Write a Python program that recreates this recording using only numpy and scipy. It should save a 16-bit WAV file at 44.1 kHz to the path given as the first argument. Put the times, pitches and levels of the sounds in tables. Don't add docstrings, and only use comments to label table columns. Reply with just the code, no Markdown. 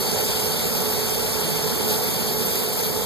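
import sys
import numpy as np
from scipy import signal
from scipy.fft import rfft, irfft, next_fast_len
from scipy.io import wavfile
from scipy.ndimage import uniform_filter1d, map_coordinates

SR = 44100
rng = np.random.default_rng(int(sys.argv[2]) if len(sys.argv) > 2 else 0)


def materialize(psi):
    bounded = np.clip(np.atleast_2d(psi).T, -1, 1)
    quanta = np.round(bounded * 32767).astype(np.int16)
    wavfile.write(sys.argv[1], SR, quanta)


N = 134505


def amp(db):
    return 10 ** (np.asarray(db) / 20)


def unit(x):
    return x / np.sqrt(np.mean(x ** 2) + 1e-20)


def along(points, hz):
    point_hz, level_db = np.transpose(points)
    return np.interp(np.log(hz + 1), np.log(point_hz + 1), level_db)


def curve(rows):
    time_s, value = np.transpose(rows)
    return np.interp(np.arange(N) / SR, time_s, value)


def wobble(rate):
    knots = rng.standard_normal(int(N * rate / SR) + 4)
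    return map_coordinates(knots, [np.arange(N) * rate / SR])


def filtered(x, response):
    size = next_fast_len(N + SR // 2)
    spectrum = rfft(x, size) * response(np.fft.rfftfreq(size, 1 / SR))
    return irfft(spectrum, size)[..., :N]


def rings(hz, bands):
    return sum(db / (1 + (2 * (hz - centre) / width) ** 2) for centre, width, db in bands)


def below(hz, edge):
    return -10 * np.log10(1 + (hz / edge) ** 12)


def above(hz, edge):
    return -10 * np.log10(1 + (edge / (hz + 1)) ** 12)


def rush(colour_db, ports, patchy_db):
    grid = signal.stft(rng.standard_normal((2, N)), nperseg=512)[2]
    patches = uniform_filter1d(rng.standard_normal(grid.shape[1:]), size=6, axis=0)
    patches = uniform_filter1d(patches, size=8, axis=1)
    pair = signal.istft(grid * amp(patchy_db * unit(patches)), nperseg=512)[1][:, :N]
    port_hz, turns, alike, lean_db = np.transpose(ports)

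    def heard(hz, side):
        angle = np.arccos(np.clip(np.interp(hz, port_hz, alike), 0, 1)) / 2
        gain = amp(colour_db(hz) + side * np.interp(hz, port_hz, lean_db) / 2)
        phase = np.exp(side * 1j * np.pi * np.interp(hz, port_hz, turns))
        return gain * phase * [np.cos(angle), side * np.sin(angle)]

    left = filtered(pair, lambda hz: heard(hz, 1)).sum(axis=0)
    right = filtered(pair, lambda hz: heard(hz, -1)).sum(axis=0)
    return unit(np.array([left, right]))


# time_s, level_db
FLAME_LEVEL = [(0.0, -34), (0.03, -31), (1.88, -32), (1.9, -29), (2.01, -33), (2.08, -31.5), (2.44, -33),
               (2.53, -31.5), (2.74, -33.5), (2.85, -32), (2.92, -34), (3.05, -32.5)]
# pitch_hz, level_db
FLAME_COLOUR = [(1200, -30), (1900, -7.5), (2300, -1), (2700, -3), (3200, 1), (3800, -1), (4500, -1.5),
                (5000, 3), (5700, -3), (7000, -2), (8300, -2), (10000, -2.5), (11300, -3), (12000, -10.5),
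                (13500, -15), (13700, -31)]
# pitch_hz, width_hz, level_db (over the hiss)
FLAME_RINGS = [(2140, 20, 4), (3520, 50, 5), (3824, 60, 5), (4096, 25, 4), (4214, 35, 7), (4420, 110, 6.5),
               (4490, 35, 9), (4765, 50, 4), (4900, 50, 3), (5400, 120, 3), (6450, 150, 2.5),
               (7500, 120, 2.5), (8700, 180, 3.5), (10800, 200, 2.5)]
# pitch_hz, alike (left-right likeness 0-1), lean_db (left over right)
FLAME_WIDTH = [(1200, .85, 3), (1500, .8, 0), (1950, .3, -2), (2400, .8, 0), (2620, 1, 0), (3020, 1, 0),
               (3350, .5, -.5), (3650, .75, -.5), (3880, 1, 0), (4250, 1, 0), (4600, .9, -.5),
               (5050, .45, -.5), (5250, 1, 0), (5650, 1, 0), (6250, .4, -1), (6750, .82, -1),
               (7300, .8, -1), (7600, .4, -1), (8200, .85, -1), (8700, .6, -1), (9200, .7, -1),
               (9700, .3, -1.5), (10100, .5, -1.5), (10800, .2, -1.5), (12500, 0, -1.5)]
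FLAME_DB = 4.5
FLAME_LAG_S, FLAME_START_TURNS = 0.000372, -0.525
FLAME_FLATTENING = 1


def flame():
    hz = np.arange(0, SR / 2, 20)
    lag = FLAME_START_TURNS + FLAME_LAG_S * hz
    turns = lag - FLAME_FLATTENING * np.sin(4 * np.pi * lag) / (4 * np.pi)
    width_hz, alike, lean_db = np.transpose(FLAME_WIDTH)
    ports = np.transpose([hz, turns, np.interp(hz, width_hz, alike), np.interp(hz, width_hz, lean_db)])
    flicker_db = 0.39 * wobble(17) + 0.43 * wobble(60) + 0.45 * wobble(250)
    hiss = rush(lambda hz: along(FLAME_COLOUR, hz) + rings(hz, FLAME_RINGS), ports, patchy_db=1.4)
    return amp(curve(FLAME_LEVEL) + FLAME_DB + flicker_db) * hiss


# time_s, level_db
JET_LEVEL = [(0.0, -31), (0.16, -36), (0.17, -32.5), (0.65, -32.5), (0.71, -31), (1.13, -32.5),
             (1.86, -33.5), (1.87, -30.5), (2.42, -32.5), (2.46, -28), (2.48, -30.5), (2.65, -31),
             (2.68, -34), (2.82, -30.5), (2.97, -33.5), (3.05, -33)]
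# pitch_hz, level_db
JET_COLOUR = [(10500, -67), (11600, -1.5), (12400, -2), (12750, 6.5), (12950, 6), (13180, 6), (13400, 4),
              (13550, -3), (13700, -20)]
# pitch_hz, lead_turns (of left), alike (likeness 0-1), lean_db (left over right)
JET_PORTS = [(11600, .25, .6, -3), (12400, .01, .85, -.5), (13000, -.21, .72, -.2), (13600, -.48, .6, -1)]
JET_DB = 1.6


def jet():
    flutter_db = 0.39 * wobble(22) + 1.3 * wobble(70)
    breath = rush(lambda hz: along(JET_COLOUR, hz), JET_PORTS, patchy_db=0)
    return amp(curve(JET_LEVEL) + JET_DB + flutter_db) * breath


BENCH_DB, BENCH_T60_S = -13, 0.1


def bench(x):
    time_s = np.arange(SR // 5) / SR
    tail = rng.standard_normal(len(time_s)) * amp(-60 * time_s / BENCH_T60_S)
    tail = amp(BENCH_DB) * tail / np.linalg.norm(tail)
    echoes = signal.fftconvolve(x, tail[None], axes=1)[:, :N]
    return (x + echoes) / np.sqrt(1 + amp(2 * BENCH_DB))


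# time_s, level_db
DEEP_LEVEL = [(0, -41.5), (1.3, -43), (2.3, -44.5), (3.05, -44)]
# time_s, level_db
BASS_LEVEL = [(0, -42), (.8, -40), (1.3, -41.5), (1.5, -39.5), (1.8, -39), (2.45, -39), (2.65, -42),
              (3.05, -41)]
# time_s, level_db
BODY_LEVEL = [(0.0, -33.5), (0.1, -29.5), (0.11, -32), (0.23, -28), (0.25, -34.5), (0.3, -29.5),
              (0.35, -31.5), (1.84, -31), (1.95, -30), (2.03, -31.5), (2.94, -32.5), (3.05, -31.5)]
# pitch_hz, level_db
DRIVE_COLOUR = [(30, -22), (45, -20), (62, -5), (75, -12), (92, -6), (120, -3.5), (150, -2), (190, 5),
                (210, 2), (235, 5.6), (270, -4), (310, -5.5), (345, -9), (410, 0.5), (540, -2), (680, -7.5),
                (800, -7), (900, -6), (1050, -10), (1200, -12.5), (1400, -12), (2000, -18), (2500, -84)]
# pitch_hz, width_hz, level_db (over the rumble)
DRIVE_RINGS = [(61.5, 6, 4), (91.5, 7, 4), (118, 8, -4), (157, 12, 5), (172, 10, -4), (190, 10, 2),
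               (310, 12, -5), (323, 12, 4), (384.5, 14, 5), (407, 22, -6), (446, 10, 4), (458, 8, -5),
               (479, 14, 4), (513, 16, 3), (531, 12, -4), (705, 30, 3), (755, 14, 5), (810, 20, -4),
               (885, 30, 3), (925, 30, -4), (1140, 14, 4), (1355, 20, 5)]
# pitch_hz, lead_turns (of left), alike (likeness 0-1), lean_db (left over right)
DRIVE_PORTS = [(30, 0.29, 0.13, 0.83), (62, -0.37, 0.93, 6.5), (92, -0.21, 0.77, 8.02),
               (120, -0.22, 0.71, 4.86), (150, -0.33, 0.59, -5.43), (190, -0.42, 0.78, -0.77),
               (235, -0.41, 0.76, -2.99), (270, -0.33, 0.61, -1.16), (310, -0.15, 0.66, -1.59),
               (410, -0.08, 0.32, -9.26), (540, 0.04, 0.26, -2.96), (680, 0.01, 0.68, -1.5),
               (900, -0.02, 0.79, -2.49), (1200, -0.01, 0.86, -0.48), (1400, -0.01, 0.91, -1.41),
               (2000, 0.27, 0.33, -2.17)]
DEEP_TOP_HZ, BASS_TOP_HZ = 125, 320
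BASS_DB, BODY_DB = 7.5, 2.5


def drive():
    def colour(hz):
        return along(DRIVE_COLOUR, hz) + rings(hz, DRIVE_RINGS)

    def bass_colour(hz):
        return colour(hz) + above(hz, DEEP_TOP_HZ) + below(hz, BASS_TOP_HZ)

    deep = rush(lambda hz: colour(hz) + below(hz, DEEP_TOP_HZ), DRIVE_PORTS, patchy_db=-0.2)
    bass = rush(bass_colour, DRIVE_PORTS, patchy_db=0.3)
    body = rush(lambda hz: colour(hz) + above(hz, BASS_TOP_HZ), DRIVE_PORTS, patchy_db=0.69)
    deep = amp(curve(DEEP_LEVEL)) * deep
    bass = amp(curve(BASS_LEVEL) + BASS_DB) * bass
    body = amp(curve(BODY_LEVEL) + BODY_DB) * body
    return deep + bass + body


GEAR_HZ = [430.3, 859.5]
# time_s, level_db
LOWER_LEVEL = [(0.0, -43), (0.14, -33), (0.16, -39), (0.76, -35.5), (0.78, -46), (0.9, -30), (0.94, -36),
               (1.23, -34), (1.31, -48), (1.39, -30), (1.47, -42), (1.52, -32), (1.55, -40), (1.61, -34),
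               (1.82, -42), (1.89, -33), (2.11, -46), (2.12, -35.5), (3.03, -39), (3.05, -45)]
# time_s, level_db
UPPER_LEVEL = [(0.0, -43), (0.08, -42), (0.26, -44), (0.3, -38), (0.46, -43.5), (1.89, -41.5), (1.92, -33),
               (2.08, -52), (2.17, -42.5), (2.32, -47), (2.51, -39.5), (2.54, -56), (2.58, -44),
               (2.93, -46), (2.96, -34), (3.05, -50)]
# level_db (added), wander_hz (of pitch), flutter_db (of level), lean_db (left over right)
GEAR_TONES = [(6, 1.5, 2.5, -10), (3, 1.94, 1, -1.5)]


def gears():
    hum = np.zeros((2, N))
    for pitch_hz, level, tone in zip(GEAR_HZ, (LOWER_LEVEL, UPPER_LEVEL), GEAR_TONES):
        added_db, wander_hz, flutter_db, lean_db = tone
        level_db = curve(level) + added_db + flutter_db * wobble(20)
        phase = 2 * np.pi * np.cumsum(pitch_hz + wander_hz * wobble(25.15)) / SR
        hum += amp(level_db + np.array([[lean_db], [0]])) * np.sin(phase)
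    return hum


def scene():
    return bench(flame() + jet()) + drive() + gears()


TOP_HZ = 13690


def record(dry):
    return filtered(dry, lambda hz: hz < TOP_HZ)


dry = scene()
out = record(dry)
materialize(out)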